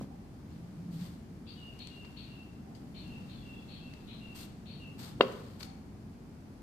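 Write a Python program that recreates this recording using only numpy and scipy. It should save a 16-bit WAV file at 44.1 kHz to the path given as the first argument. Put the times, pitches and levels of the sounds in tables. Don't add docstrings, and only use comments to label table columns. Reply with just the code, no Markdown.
import sys
import numpy as np
from scipy import signal
from scipy.fft import rfft, irfft, next_fast_len
from scipy.io import wavfile

SR = 44100
rng = np.random.default_rng(int(sys.argv[2]) if len(sys.argv) > 2 else 0)


def waveform_to_disk(signal):
    frames = np.transpose(np.atleast_2d(signal))
    scaled = np.clip(frames, -1, 1) * 32767
    samples = np.round(scaled).astype(np.int16)
    wavfile.write(sys.argv[1], SR, samples)


N = 291942
TIME, BINS = np.arange(N) / SR, np.fft.rfftfreq(N, 1 / SR)

# f/Hz, left minus right/dB
FAR_BALANCE = [(100, 7), (400, -2), (1400, 1.5), (2000, 0.5), (2800, 2), (3600, 7), (4400, 17), (6000, 24),
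               (15000, -3)]
# f/Hz, left minus right/dB
HAND_BALANCE = [(400, -1), (2400, 4), (3700, 7.5), (4600, 13), (6000, 2), (8000, -4), (15000, -3.5)]


def bird(direct_db=-9):
    # delay/s, length/s, level/dB, f/Hz, sag/share of f
    calls = [(1.456, -53, 4720, 0.042, .11, 0.17, -53, 2820, 0.053),
             (1.784, -49, 4510, 0.035, 0.11, 0.17, -53.5, 2768, 0.024),
             (2.155, -51, 4510, 0.042, 0.096, 0.21, -57.5, 2730, 0.036),
             (2.933, -54, 4446, 0.06, 0.093, 0.18, -55, 2728, 0.026),
             (3.278, -57, 4396, 0.048, 0.14, 0.17, -55, 2725, 0.029),
             (3.671, -55, 4480, .08, .125, 0.17, -58.5, 2680, 0.004),
             (4.066, -52.5, 4224, 0.053, 0.13, 0.14, -53.5, 2730, 0.013),
             (4.646, -54.5, 4500, 0.07, 0.15, 0.09, -52, 2720, 0.069)]
    out = np.zeros((2, N))
    for start, chip_db, top_hz, chip_s, delay_s, whistle_s, whistle_db, hz, sag in calls:
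        first, second = np.zeros((2, SR))
        add(first, 0, amp(chip_db) * chip(top_hz, chip_s))
        add(second, delay_s, amp(whistle_db) * whistle(hz, whistle_s, sag))
        add(out, start, echoed(first, db=-0.5, build_s=0.0041, t60_scale=1.0))
        add(out, start, amp(direct_db) * second + echoed(second, db=-3.5, build_s=0.0038, t60_scale=0.74))
    return sided(out, FAR_BALANCE)


def chip(top_hz, length, trill_hz=78, depth=0.5, rise_s=0.00403):
    t = np.arange(0, length, 1 / SR)
    arch = 0.096 * (t / length - 0.572) ** 2
    ceiling = 1 - 0.24 * np.exp(-t / rise_s) - arch
    turns = np.cumsum(trill_hz * (1 + 0.1997 * wander(len(t), 80.2))) / SR + rng.random()
    dive = np.abs(signal.sawtooth(2 * np.pi * turns)) ** 1.8
    pitch = top_hz * (ceiling * (1 - dive) + (1 - depth) * dive + 0.005 * wander(len(t), 570))
    level_db = -2.5 * t / length + 0.5 * dive
    return unit(sine(pitch) * amp(level_db) * signal.windows.tukey(len(t), 0.22))


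def whistle(hz, length, sag, waver=0.014, flutter_db=3.0, settle_s=0.017):
    progress = np.linspace(0, 1, round(length * SR))
    slide = 0.016 * np.exp(-progress * length / settle_s)
    pitch = hz * (1 + slide + sag * (0.5 - progress) + waver * wander(len(progress), 137))
    swell = np.abs(np.sin(np.pi * np.interp(progress, [0, 0.45, 1], [0, 0.5, 1]))) ** 0.47
    flutter = amp(flutter_db * wander(len(progress), 71))
    return unit(sine(pitch) * swell * flutter)


def knock(room_db=-15):
    # t/s, level/dB, contact half width/ms
    blows = [(0.0123, -22, 0.17), (0.0446, -30, 0.24), (5.2009, -16, 0.33), (5.207, -2.5, 0.26),
             (5.2091, 3.5, 0.029)]
    # delay/s, level/dB
    walls = [(0.0142, -24.5), (0.021, -49), (0.026, -33), (.039, -33)]
    # f/Hz, level/dB
    room_send = [(150, 7), (260, 7), (335, -2), (400, 2), (460, 0), (530, 0), (660, -3), (850, -4),
                 (1100, -4), (2300, -2), (2650, -2), (2770, -9.5), (2900, -4), (3100, -2), (4250, -5),
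                 (5000, -15)]
    # f/Hz, left minus right/dB
    balance = [(100, 2), (400, .6), (1500, -.3), (1800, 6), (2100, 9), (2800, 7), (3600, 13), (4400, 16),
               (6000, 4), (15000, 0)]
    force = np.zeros(N)
    for start, db, contact_ms in blows:
        push = np.exp(-0.5 * ((TIME - start) * 1e3 / contact_ms) ** 2)
        force += amp(db) * push / push.sum()
    direct = bowl_shell(force)
    near = spaced(direct)
    for delay, db in walls:
        add(near, delay, amp(db) * direct)
    sent = colour(direct, read(room_send, BINS))
    tail = amp(room_db) * paired(room(sent, build_s=0.0075, t60_scale=0.74))
    return sided(near + spaced(bowl_air(force)), balance) + sided(tail, FAR_BALANCE)


def bowl_shell(force, rise_s=0.0034, low_hz=344):
    # f/Hz, level/dB, t60/s
    modes = [(245, -23, 0.069), (410, -3, 0.0075), (555, -24.5, 0.034), (685, -17.5, 0.022),
             (1040, -5.5, 0.0077), (1230, -23, 0.014), (1425, -28, 0.036), (1710, -24, 0.02),
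             (2040, -37.5, 0.06), (2150, -14, 0.0088), (2765, -7, 0.016), (2920, -0.5, 0.0054),
             (3300, -3.5, 0.0069), (3760, -14.5, 0.017), (4400, -7, 0.0063), (4900, -19, 0.016)]
    t, ring = np.arange(SR // 5) / SR, 0
    for k, (hz, db, t60) in enumerate(modes):
        sign = -1 if hz < 1600 else (-1) ** k
        build = 1 - np.exp(-t / (rise_s * (hz / 2800) ** 2))
        ring = ring + sign * amp(db) * build * decay(t, t60) * np.sin(2 * np.pi * hz * t)
    low_cut = signal.butter(2, low_hz, "high", fs=SR, output="sos")
    return signal.sosfilt(low_cut, signal.oaconvolve(force, ring)[:N])


def bowl_air(force, build_s=0.036):
    # f/Hz, level/dB, t60/s
    modes = [(388, -33, .22), (524, -28, .24), (985, -44, .22), (1104, -40, .22)]
    t = np.arange(SR // 2) / SR
    ring = sum(amp(db) * decay(t, t60) * np.sin(2 * np.pi * hz * t) for hz, db, t60 in modes)
    return signal.oaconvolve(force, ring * (1 - np.exp(-t / build_s)))[:N]


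def rubs(grain_db=2.0, rise_share=0.15, wet=0.31):
    # t/s, level/dB, length/s, swell plus fade/share of length, tilt/dB per octave
    strokes = [(0.489, -62, 0.14, 0.48, -3), (0.9, -62.5, 0.33, 0.7, 1), (0.99, -57, 0.13, 0.59, -1),
               (1.465, -64.5, 1.2, 0.34, -2), (2.942, -60, 1.74, 0.19, -3), (4.347, -52.5, 0.13, 0.42, 1.5),
               (4.977, -52, 0.18, 0.7, 0), (5.172, -59, 0.59, 0.92, -1), (5.591, -53, 0.089, 0.71, 0)]
    # f/Hz, level/dB
    spectrum = [(400, -1), (1000, -2.5), (2000, -5.5), (3000, -3.5), (4400, -2), (5500, -8.5), (7000, -8.5),
                (8700, -8), (10300, -17.5), (12500, -7.5), (14000, -13), (15500, -21)]
    out = np.zeros((2, N))
    for start, db, length, taper, tilt_db in strokes:
        size = next_fast_len(round(length * SR))
        t, hz = np.arange(size) / SR, np.fft.rfftfreq(size, 1 / SR)
        ramps = np.minimum(t / rise_share, (length - t) / (1 - rise_share))
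        envelope = np.clip(ramps / (taper * length), 0, 1)
        grains = rng.standard_normal((2, size)) * amp(grain_db * wander(size, 300))
        shape = amp(read(spectrum, hz) + tilt_db * np.log2(np.maximum(hz, 20)))
        add(out, start, amp(db) * envelope * unit(irfft(rfft(grains) * shape, size)))
    return sided(out + wet * room(out), HAND_BALANCE)


def snaps(pan_db=2.0, rise_s=0.00027, wet=0.39):
    # t/s, level/dB, decay/s, tilt/dB per octave
    cracks = [(1.79, -51, 0.0032, 4), (1.872, -38.5, 0.0014, 1), (2.048, -54, 0.0089, -6),
              (2.75, -60.5, 0.021, 3), (3.077, -61, .0044, 8), (3.936, -49, 0.0037, -2),
              (5.211, -47.5, 0.0064, 8), (5.22, -40, 0.0093, -6), (5.322, -53, .0037, 8),
              (5.6054, -44.5, 0.0054, -3), (5.616, -45, 0.0032, -15), (5.6291, -38.5, 0.0031, -0.5),
              (5.6318, -37.5, 0.0019, 3.5)]
    # f/Hz, level/dB
    spectrum = [(300, -25), (1200, -8), (3000, -2), (3900, -5), (4600, 1), (5300, -9), (6100, -7),
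                (8500, -12.5), (10500, -21.5), (13000, -18), (15500, -32)]
    out = np.zeros((2, N))
    t = np.arange(SR // 10) / SR
    hz = np.fft.rfftfreq(len(t), 1 / SR)
    for start, db, decay_s, tilt_db in cracks:
        envelope = amp(db) * (1 - np.exp(-t / rise_s)) * np.exp(-t / decay_s)
        crack = envelope * rng.standard_normal((2, len(t)))
        shape = unit(amp(read(spectrum, hz) + tilt_db * np.log2(np.maximum(hz, spectrum[0][0]))))
        kernel = np.fft.fftshift(irfft(shape, len(t)))
        add(out, start - t[-1] / 2, signal.fftconvolve(crack, kernel[None]))
    return sided(out + wet * room(out), HAND_BALANCE) * amp([[pan_db], [-pan_db]])


def far_birds():
    # t/s, level/dB, f/Hz, length/s
    notes = [(0.051, -65.5, 765, 0.17), (2.621, -65, 768, 0.13), (3.01, -69.5, 830, 0.18),
             (3.345, -70, 3390, 0.11), (3.5, -71, 3390, 0.11), (3.718, -67, 3360, 0.09),
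             (4.94, -68.5, 837, 0.14), (5.621, -64.5, 770, 0.12)]
    out = np.zeros(N)
    for start, db, hz, length in notes:
        add(out, start, amp(db) * whistle(hz, length, sag=0.022, waver=0.012, flutter_db=7.5))
    return room(out, build_s=0.0017, t60_scale=0.77)


def background(bed_db=-48, calm_db=-1.2):
    # f/Hz, relative density/dB
    spectrum = [(15, -51), (25, -22), (53, -5.5), (129, -3.5), (215, -2), (297, -8), (322, -11.5),
                (537, -22), (762, -22), (970, -26.5), (1710, -32), (2420, -35.5), (3800, -40.5),
                (4700, -38.5), (5580, -41), (10500, -46.5), (12500, -47.5), (15500, -51.5)]
    # f/Hz, level/dB
    moving_part = [(50, -43), (130, -4.5), (900, -20.0), (3000, -11)]
    # crest t/s, level over the calm/dB, half width/s
    crests = [(.02, 17.5, 0.035), (.85, 5, 0.4), (3.13, 6.5, 0.41), (5.0, 7.5, 0.36)]
    # f/Hz, left minus right/dB
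    balance = [(60, 1.5), (400, 0.5), (1300, -0.5), (2400, 0.5), (4400, 6), (7000, 1.5), (15000, 0.5)]
    bed = amp(bed_db) * unit(colour(paired(rng.standard_normal((2, N))), read(spectrum, BINS)))
    moving = colour(bed, read(moving_part, BINS))
    return sided(bed + moving * (amp(calm_db + swells(crests)) - 1), balance)


def drone(hz=174, waver=0.034, flutter_db=3.0):
    crests = [(.76, -47.5, 0.25), (1.01, -44, 0.12)]
    tone = sine(hz * (1 + waver * wander(N, 28))) * amp(-flutter_db * wander(N, 32))
    return unit(tone) * swells([(crest, amp(db), width) for crest, db, width in crests])


def room(x, build_s=0.0031, t60_scale=1.0):
    # f/Hz, t60/s
    reverb_times = [(100, 0.41), (500, 0.96), (1200, 0.99), (2800, 0.78), (4500, 0.55), (8000, 0.6),
                    (15000, 0.11)]
    taps = rng.choice([-1., 1.], (2, SR)) * (rng.random((2, SR)) < 1 / 8)
    hz, t, bands = signal.stft(taps, SR, nperseg=256)
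    t60 = t60_scale * read(reverb_times, hz)[:, None]
    tail = signal.istft(bands * decay(t, t60), SR, nperseg=256)[1]
    tail *= 1 - np.exp(-(np.arange(tail.shape[1]) / SR / build_s) ** 2)
    return signal.fftconvolve(np.atleast_2d(x), tail / np.linalg.norm(tail[0]), axes=1)[:, :x.shape[-1]]


def echoed(x, db, build_s, t60_scale):
    wet = room(x, build_s, t60_scale)
    return amp(db) * wet * np.linalg.norm(x) / np.linalg.norm(wet, axis=1, keepdims=True)


def paired(x):
    # f/Hz, left-right coherence/ratio
    coherence = [(30, 0.91), (130, 0.94), (290, 0.92), (640, 0.36), (1400, 0), (15000, 0.02)]
    same = np.clip(read(coherence, BINS), -1, 1)
    left, right = rfft(x)
    return irfft(np.array([left, same * left + np.sqrt(1 - same ** 2) * right]), N)


def spaced(x, lag_ms=0.11):
    return np.array([x, np.interp(TIME - lag_ms / 1000, TIME, x)])


def sided(x, balance):
    return colour(x, read(balance, BINS) * np.array([[0.5], [-0.5]]))


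def colour(x, db):
    return irfft(rfft(x) * amp(db), N)


def read(points, hz):
    f, value = np.transpose(points)
    return np.interp(np.log(hz + 1), np.log(f + 1), value)


def wander(size, hz):
    f = np.fft.rfftfreq(size, 1 / SR)
    return unit(irfft(rfft(rng.standard_normal(size)) / (1 + (f / hz) ** 4), size))


def swells(rows):
    return sum(height * np.exp(-((TIME - crest) / width) ** 2) for crest, height, width in rows)


def sine(hz):
    return np.sin(2 * np.pi * np.cumsum(hz) / SR)


def decay(t, t60):
    return np.exp(-np.log(1000) * t / t60)


def amp(db):
    return 10 ** (np.asarray(db) / 20)


def unit(x):
    return x / np.sqrt(np.mean(x ** 2) + 1e-20)


def add(mix, start_s, sound):
    part = mix[..., max(round(start_s * SR), 0):][..., :sound.shape[-1]]
    part += sound[..., :part.shape[-1]]


def scene():
    return bird() + far_birds() + knock() + rubs() + snaps() + background() + drone()


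def record(dry):
    low_pass = signal.firwin(601, cutoff=15550, window=("kaiser", 9), fs=SR)
    return signal.oaconvolve(dry, low_pass[None], "same")


dry = scene()
out = record(dry)
waveform_to_disk(out)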